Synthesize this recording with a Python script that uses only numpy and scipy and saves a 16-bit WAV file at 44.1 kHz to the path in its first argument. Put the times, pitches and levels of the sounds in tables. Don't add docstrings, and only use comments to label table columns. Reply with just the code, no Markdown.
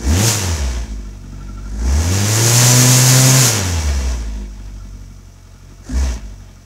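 import sys
import numpy as np
from scipy import signal
from scipy.fft import rfft, irfft, next_fast_len
from scipy.io import wavfile
from scipy.ndimage import uniform_filter1d, map_coordinates

SR = 44100
rng = np.random.default_rng(int(sys.argv[2]) if len(sys.argv) > 2 else 0)


def master(y):
    cut = np.clip(np.atleast_2d(y).T, -1, 1)
    pcm = np.round(cut * 32767)
    wavfile.write(sys.argv[1], SR, pcm.astype(np.int16))


N = 293253


def amp(db):
    return 10 ** (np.asarray(db) / 20)


def unit(x):
    return x / np.sqrt(np.mean(x ** 2) + 1e-20)


def steady(x, size=5000):
    power = uniform_filter1d(uniform_filter1d(x ** 2, size), size)
    return x / np.sqrt(np.abs(power) + 1e-12)


def along(points, hz):
    f, v = np.transpose(points)
    return np.interp(np.log(hz + 1), np.log(f + 1), v)


def wobble(rate):
    points = rng.standard_normal(int(N * rate / SR) + 4)
    return map_coordinates(points, [np.arange(N) * rate / SR])


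def delayed(x, s):
    return np.interp(np.arange(N) - s * SR, np.arange(N), x)


def swells(rows):
    t = np.arange(N) / SR
    return sum(height * np.exp(-((t - s) / half) ** 2) for s, half, height in rows)


def filtered(x, response):
    m = next_fast_len(N + SR // 2)
    return irfft(rfft(x, m) * response(np.fft.rfftfreq(m, 1 / SR)), m)[:N]


def coloured(x, spectrum):
    return filtered(x, lambda hz: amp(along(spectrum, hz)))


def resonate(x, modes):
    def response(f):
        total = 0
        for k, (centre, width, db) in enumerate(modes):
            ring = 1j * f * width / (centre ** 2 - f ** 2 + 1j * f * width)
            total = total + (-1) ** k * amp(db) * ring
        return total
    return filtered(x, response)


def strikes(firings, pattern_db, scatter_db, jitter, count=1):
    k = np.arange(int(firings[-1] * count))
    chance = rng.standard_normal((len(k), 2))
    at = np.interp(k / count + jitter * chance[:, 0], firings, np.arange(N))
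    size = amp(np.resize(pattern_db, len(k)) + scatter_db * chance[:, 1])
    return np.bincount(at.astype(int), size, N)


# (frequency [Hz], time to fall by 60 dB [s])
ROOM_DECAY = [(200, 0.77), (2000, 0.68), (12000, 0.3)]


def workshop(x, wet_db):
    hz, t, z = signal.stft(rng.standard_normal(SR // 2), SR, nperseg=256)
    fade = amp(-60 * t / along(ROOM_DECAY, hz)[:, None])
    tail = signal.istft(z * fade, SR, nperseg=256)[1]
    return x + amp(wet_db) * signal.fftconvolve(x, tail / np.linalg.norm(tail))[:N]


# (frequency [Hz], width [Hz], level [dB])
PIPE_MODES = [(66, 40.6, 3.5), (99.83, 22, 9), (137.9, 6.1, 4.5), (202.9, 15.2, 2), (258, 24.6, -3.5),
              (353.2, 12.4, -5.5)]
CYLINDER_STRENGTHS = [3.5, -.5, -1, -3.5]


def exhaust(firings, rev, boom_db, pipe_db):
    turn = 2 * np.pi * firings
    faint = 1 / (1 + amp(2.3 * (boom_db + 31.0)))
    first = np.sqrt(1 - faint) * np.sin(turn)
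    second = 0.54 * np.sqrt(faint) * np.cos(2 * turn)
    unevenness = .25 * np.cos(turn / 4) + .2 * np.sin(turn / 2) + .22 * wobble(45)
    lope = 1 + (1 - rev) ** 6 * unevenness
    boom = np.sqrt(2) * (first + second) * lope * amp(boom_db)

    burns = strikes(firings, CYLINDER_STRENGTHS, scatter_db=1.8, jitter=.012)
    puffs = filtered(resonate(burns, PIPE_MODES), lambda hz: 1 / (1 + (hz / 480) ** 4))
    gas = resonate(rng.standard_normal(N) * amp(3.9 * np.cos(turn)), PIPE_MODES)
    puffs = workshop(steady(puffs) + .28 * unit(gas), wet_db=-12)
    overtones = filtered(puffs, lambda hz: 1 - 1 / (1 + (hz / 165) ** 10))
    slow = np.clip(1 - rev / 0.32, 0, 1)
    merged = (1 - slow) * amp(-14 * rev ** 3)
    pipe = amp(2.0) * slow * steady(puffs) + merged * steady(overtones)
    return boom + amp(pipe_db) * pipe


# (multiple of the firing rate, level [dB])
OVERTONES = [(1.5, -10), (2, 1), (3, -12), (4, -9.5), (5, -8.5), (6, -15), (7, -16)]


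def growl(firings, rev, level_db):
    rate = np.gradient(firings) * SR
    stack = 0
    for multiple, db in OVERTONES:
        radiated = 1 - 1 / (1 + (multiple * rate / 175) ** 8)
        tone = np.sin(2 * np.pi * multiple * firings)
        stack += radiated * amp(db + 2.4 * wobble(5)) * tone
    return amp(level_db) * rev ** .8 * stack


# (multiple of the firing rate, frequency [Hz], width [Hz], level at the centre under full load [dB])
SWEPT_RESONANCES = [(2, 205, 8.6, -14), (3, 346, 14, -15)]


def drone(firings, rate, load):
    total = 0
    for multiple, hz, width, db in SWEPT_RESONANCES:
        closeness = 1 / (1 + (2 * (multiple * rate - hz) / width) ** 2)
        total += amp(db) * closeness * np.sin(2 * np.pi * multiple * firings)
    return np.sqrt(load) * total


# (frequency [Hz], width [Hz], level [dB])
AIRBOX_MODES = [(345, 107, 4), (710, 280, 0), (1690, 280, -2), (6380, 1750, -3.5)]
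INTAKE_DB, INTAKE_LEAD_S = -34, 0.0085


def intake(firings, load):
    draught = uniform_filter1d(delayed(load, -INTAKE_LEAD_S), size=2500)
    gasps = rng.standard_normal(N) * amp(2.5 * np.cos(2 * np.pi * firings))
    air = filtered(resonate(gasps, AIRBOX_MODES), lambda hz: 1 / (1 + (hz / 11000) ** 4))
    return amp(INTAKE_DB) * np.abs(draught) ** 0.69 * unit(air)


# (frequency [Hz], gain [dB])
BLOCK_TONE = [(30, -18), (90, 7.5), (200, 3), (400, -0.5), (900, -3.5), (1800, -4), (2700, -5.5),
              (4200, -8.5), (8000, -34)]
# (frequency [Hz], width [Hz], level [dB])
COVER_MODES = [(450, 80, 7.5), (657, 51, 10.5), (934, 138, 4.5), (1204, 100, 1), (1654, 80, 0.5),
               (2284, 140, 2), (3400, 1200, -8.5)]


def knock(firings, rev, load, knock_db):
    blows = strikes(firings, CYLINDER_STRENGTHS, scatter_db=0.5, jitter=0.0576)
    valves = strikes(firings, 4 * rng.standard_normal(16), scatter_db=1.5, jitter=.04, count=4)
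    pulse_db = 2 * np.cos(2 * np.pi * firings) + 2.8 * (1 - rev) * np.cos(np.pi * firings / 2)
    scrape = rng.standard_normal(N) * amp(pulse_db)
    drive = 0.43 * steady(blows) + 0.54 * steady(valves) + unit(scrape)
    block = steady(workshop(coloured(drive, BLOCK_TONE), wet_db=-1.5))
    pull = np.clip(5 * uniform_filter1d(load, size=7000), 0, 1) * np.clip(1.3 - 2 * rev, 0, 1)
    dull = steady(filtered(block, lambda hz: 1 / (1 + (hz / 2100) ** 6)))
    block = (1 - pull) * block + pull * dull
    covers = steady(workshop(resonate(drive, COVER_MODES), wet_db=3.5))
    ring = np.clip(.55 - 0.8 * rev, .04, 1) * (1 - 0.077 * pull)
    level = amp(knock_db + 1.18 * wobble(21.78))
    return level * (np.sqrt(1 - ring) * block + np.sqrt(ring) * covers)


# (frequency [Hz], gain [dB])
BRIGHT_CHAIN = [(2500, -15), (4000, -12), (5000, -8), (6500, -2), (7300, -4), (8000, -9.5), (9600, -13.5),
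                (11200, -14), (15700, -21.5)]
# (frequency [Hz], gain [dB])
EASY_CHAIN = [(2500, -14), (3600, -14.5), (4800, -3.5), (5800, 4.5), (7400, -4.5), (8100, -4.5),
              (8700, -12), (15700, -28)]


def chain(firings, bright, rasp_db):
    links = strikes(firings, 2 * rng.standard_normal(32), scatter_db=2, jitter=.02, count=8)
    tappets = strikes(firings, 2 * rng.standard_normal(8), scatter_db=2, jitter=.01, count=2)
    ticks = unit(workshop(steady(links) + 0.84 * steady(tappets), wet_db=1))
    beat = amp(0.84 * np.cos(2 * np.pi * firings))

    def rasp(tone):
        rough = beat * (ticks + 1.19 * rng.standard_normal(N))
        return unit(coloured(rough, tone)) * amp(wobble(24.915))

    fast, slow = rasp(BRIGHT_CHAIN), rasp(EASY_CHAIN)
    return amp(rasp_db) * steady(bright * fast + (1 - bright) * slow)


WHINE_IDLE_DB, WHINE_LOAD_DB = -61.5, -48.5


def gear(firings, rev, load):
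    carrier = 2 * np.pi * 28.5 * firings
    mesh = .35 * np.sin(carrier) + wobble(380) * np.sin(carrier) + wobble(380) * np.cos(carrier)
    pressure = amp(5 * (1 - rev) ** 8 * np.cos(np.pi * firings / 2) + 2.5 * wobble(25))
    return (amp(WHINE_IDLE_DB) + amp(WHINE_LOAD_DB) * np.sqrt(load)) * steady(mesh * pressure)


def hiss():
    return amp(-61.5) * rng.standard_normal(N)


# (time [s], level before the soft start [dB], frequency [Hz])
THROTTLE_GULPS = [(0.061, -22, 287), (5.892, -16, 255), (5.912, -44, 243.8)]


def gulps():
    out, t = np.zeros(N), np.arange(SR // 8) / SR
    for s, db, hz in THROTTLE_GULPS:
        envelope = amp(db - 60 * t / 0.12) * (1 - np.exp(-t / 0.0037))
        out[round(s * SR):][:len(t)] += envelope * np.sin(2 * np.pi * hz * t)
    return workshop(out, wet_db=-8)


# (time [s], peak level [dB])
JOINT_SQUEAKS = [(1.06, -46.5), (1.34, -46), (1.417, -39.5), (1.496, -38), (1.585, -37), (1.665, -38.5),
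                 (1.815, -45), (4.812, -44)]


def squeaks():
    t = np.arange(N) / SR
    rub = sum(amp(db) * np.exp(-((t - s) / .013) ** 2) for s, db in JOINT_SQUEAKS)
    tone = np.sin(2 * np.pi * np.cumsum(1355 + 20 * wobble(250)) / SR)
    return workshop(rub * tone, wet_db=-10)


SNAP_HZ_PER_S, COAST_HZ_PER_S = 346, 58
LOAD_LEAD_S = 0.013


def throttle(rate):
    change = uniform_filter1d(np.gradient(rate), size=3500) * SR
    load = np.clip(change / SNAP_HZ_PER_S, 0, 1)
    return delayed(load, -LOAD_LEAD_S), np.clip(-change / COAST_HZ_PER_S, 0, 1)


# (firing rate [Hz], exhaust boom [dB], pipe puffs [dB],
# engine knock [dB], chain rasp [dB])
PART_LEVELS = [(43.7, -41, -53, -56, -57.5), (47.32, -29, -41, -51.5, -53), (50.43, -23.5, -36, -47, -50),
               (59.56, -15, -34.5, -34.5, -36), (73.4, -13, -34.5, -30, -31),
               (100.2, -17.5, -26, -25.5, -23.5), (122.6, -12, -24.5, -22, -12.5),
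               (128.94, -10.5, -30, -20.5, -13.5)]
# (time [s], half length [s], depth [dB])
BOOM_DIPS = [(.02, 0.037, 14), (.4, .025, 3.5), (.58, 0.024, 11), (.735, 0.026, 5), (.87, .025, 8),
             (2.04, 0.019, 7), (3.825, 0.023, 7), (4.02, 0.022, 5), (6.19, .03, 6)]
# (time [s], half length [s], change [dB])
BURN_SPELLS = [(.93, .03, 0.5), (1.4, 0.39, 6), (4.42, .05, 4.5), (5.7, 0.04, 7.5), (6.25, 0.032, -1)]
# (time [s], half length [s], change [dB])
CHAIN_SPELLS = [(.31, 0.043, 1.5), (3.49, 0.053, 0.5), (4.13, 0.076, 0.5), (6.07, 0.051, -0.5)]
BOOM_LOAD_DB, PIPE_LOAD_DB, KNOCK_LOAD_DB, RASP_LOAD_DB = 2, 14.5, 4.5, 4
BOOM_COAST_DB, KNOCK_COAST_DB, BURBLE_DB = -2.5, 1, 1
BOOM_LAG_S, CLATTER_LAG_S = 0.0069, 0.016
BURN_KNOCK_SHARE = 0.27


def part_levels(rate, load, overrun):
    speeds, *levels = np.transpose(PART_LEVELS)
    boom_db, pipe_db, knock_db, rasp_db = [np.interp(rate, speeds, db) for db in levels]
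    boom_db = delayed(boom_db + BOOM_LOAD_DB * load + BOOM_COAST_DB * overrun, BOOM_LAG_S)
    boom_db = boom_db - swells(BOOM_DIPS) + BURBLE_DB * overrun * wobble(35)
    burn_db = swells(BURN_SPELLS)
    pipe_db = pipe_db + PIPE_LOAD_DB * load + burn_db
    knock_db = delayed(knock_db, CLATTER_LAG_S) + KNOCK_LOAD_DB * load + KNOCK_COAST_DB * overrun
    knock_db = knock_db + BURN_KNOCK_SHARE * burn_db
    rasp_db = delayed(rasp_db, CLATTER_LAG_S) + RASP_LOAD_DB * load + swells(CHAIN_SPELLS)
    return boom_db, pipe_db, knock_db, rasp_db


# (time [s], firing rate [Hz])
ENGINE_SPEED = [(0.0, 56.3), (0.06, 62.5), (0.26, 116.7), (0.41, 97.4), (0.66, 62.7), (0.89, 52.6),
                (1.19, 46.75), (1.71, 49.5), (1.82, 56.2), (2.16, 97.6), (2.42, 114), (2.61, 122.4),
                (3.4, 131.7), (3.61, 95.9), (3.87, 71.8), (4.24, 54), (4.53, 48.5), (4.96, 47.2),
                (5.39, 45.3), (5.9, 46.1), (5.97, 63.3), (6.03, 67.2), (6.2, 49.8), (6.39, 46.4),
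                (6.65, 45.3)]
IDLE_HZ, FULL_HZ = 42, 131
GROWL_COAST_DB = -7


def scene():
    rate = np.interp(np.arange(N) / SR, *np.transpose(ENGINE_SPEED))
    rev = np.clip((rate - IDLE_HZ) / (FULL_HZ - IDLE_HZ), 0, 1)
    load, overrun = throttle(rate)
    boom_db, pipe_db, knock_db, rasp_db = part_levels(rate, load, overrun)
    bright = np.clip(rev ** 1.42 + 0.37 * load + 0.072 * overrun, 0, 1)
    firings = np.cumsum(rate * (1 + .012 * (1 - rev) * wobble(30))) / SR

    gas = exhaust(firings, rev, boom_db, pipe_db)
    gas += growl(firings, rev, knock_db + GROWL_COAST_DB * overrun)
    gas += drone(firings, rate, load)
    air = intake(firings, load) + gulps()
    metal = knock(firings, rev, load, knock_db) + chain(firings, bright, rasp_db)
    metal += gear(firings, rev, load) + squeaks()
    return np.tile(gas + air + metal + hiss(), (2, 1))


TOP_HZ = 15730


def record(dry):
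    rounded = dry / (1 + np.abs(dry / .85) ** 8) ** (1 / 8)

    def passband(hz):
        return (1 - 1 / (1 + (hz / 36) ** 8)) * (hz < TOP_HZ)

    return np.array([filtered(channel, passband) for channel in rounded])


dry = scene()
out = record(dry)
master(out)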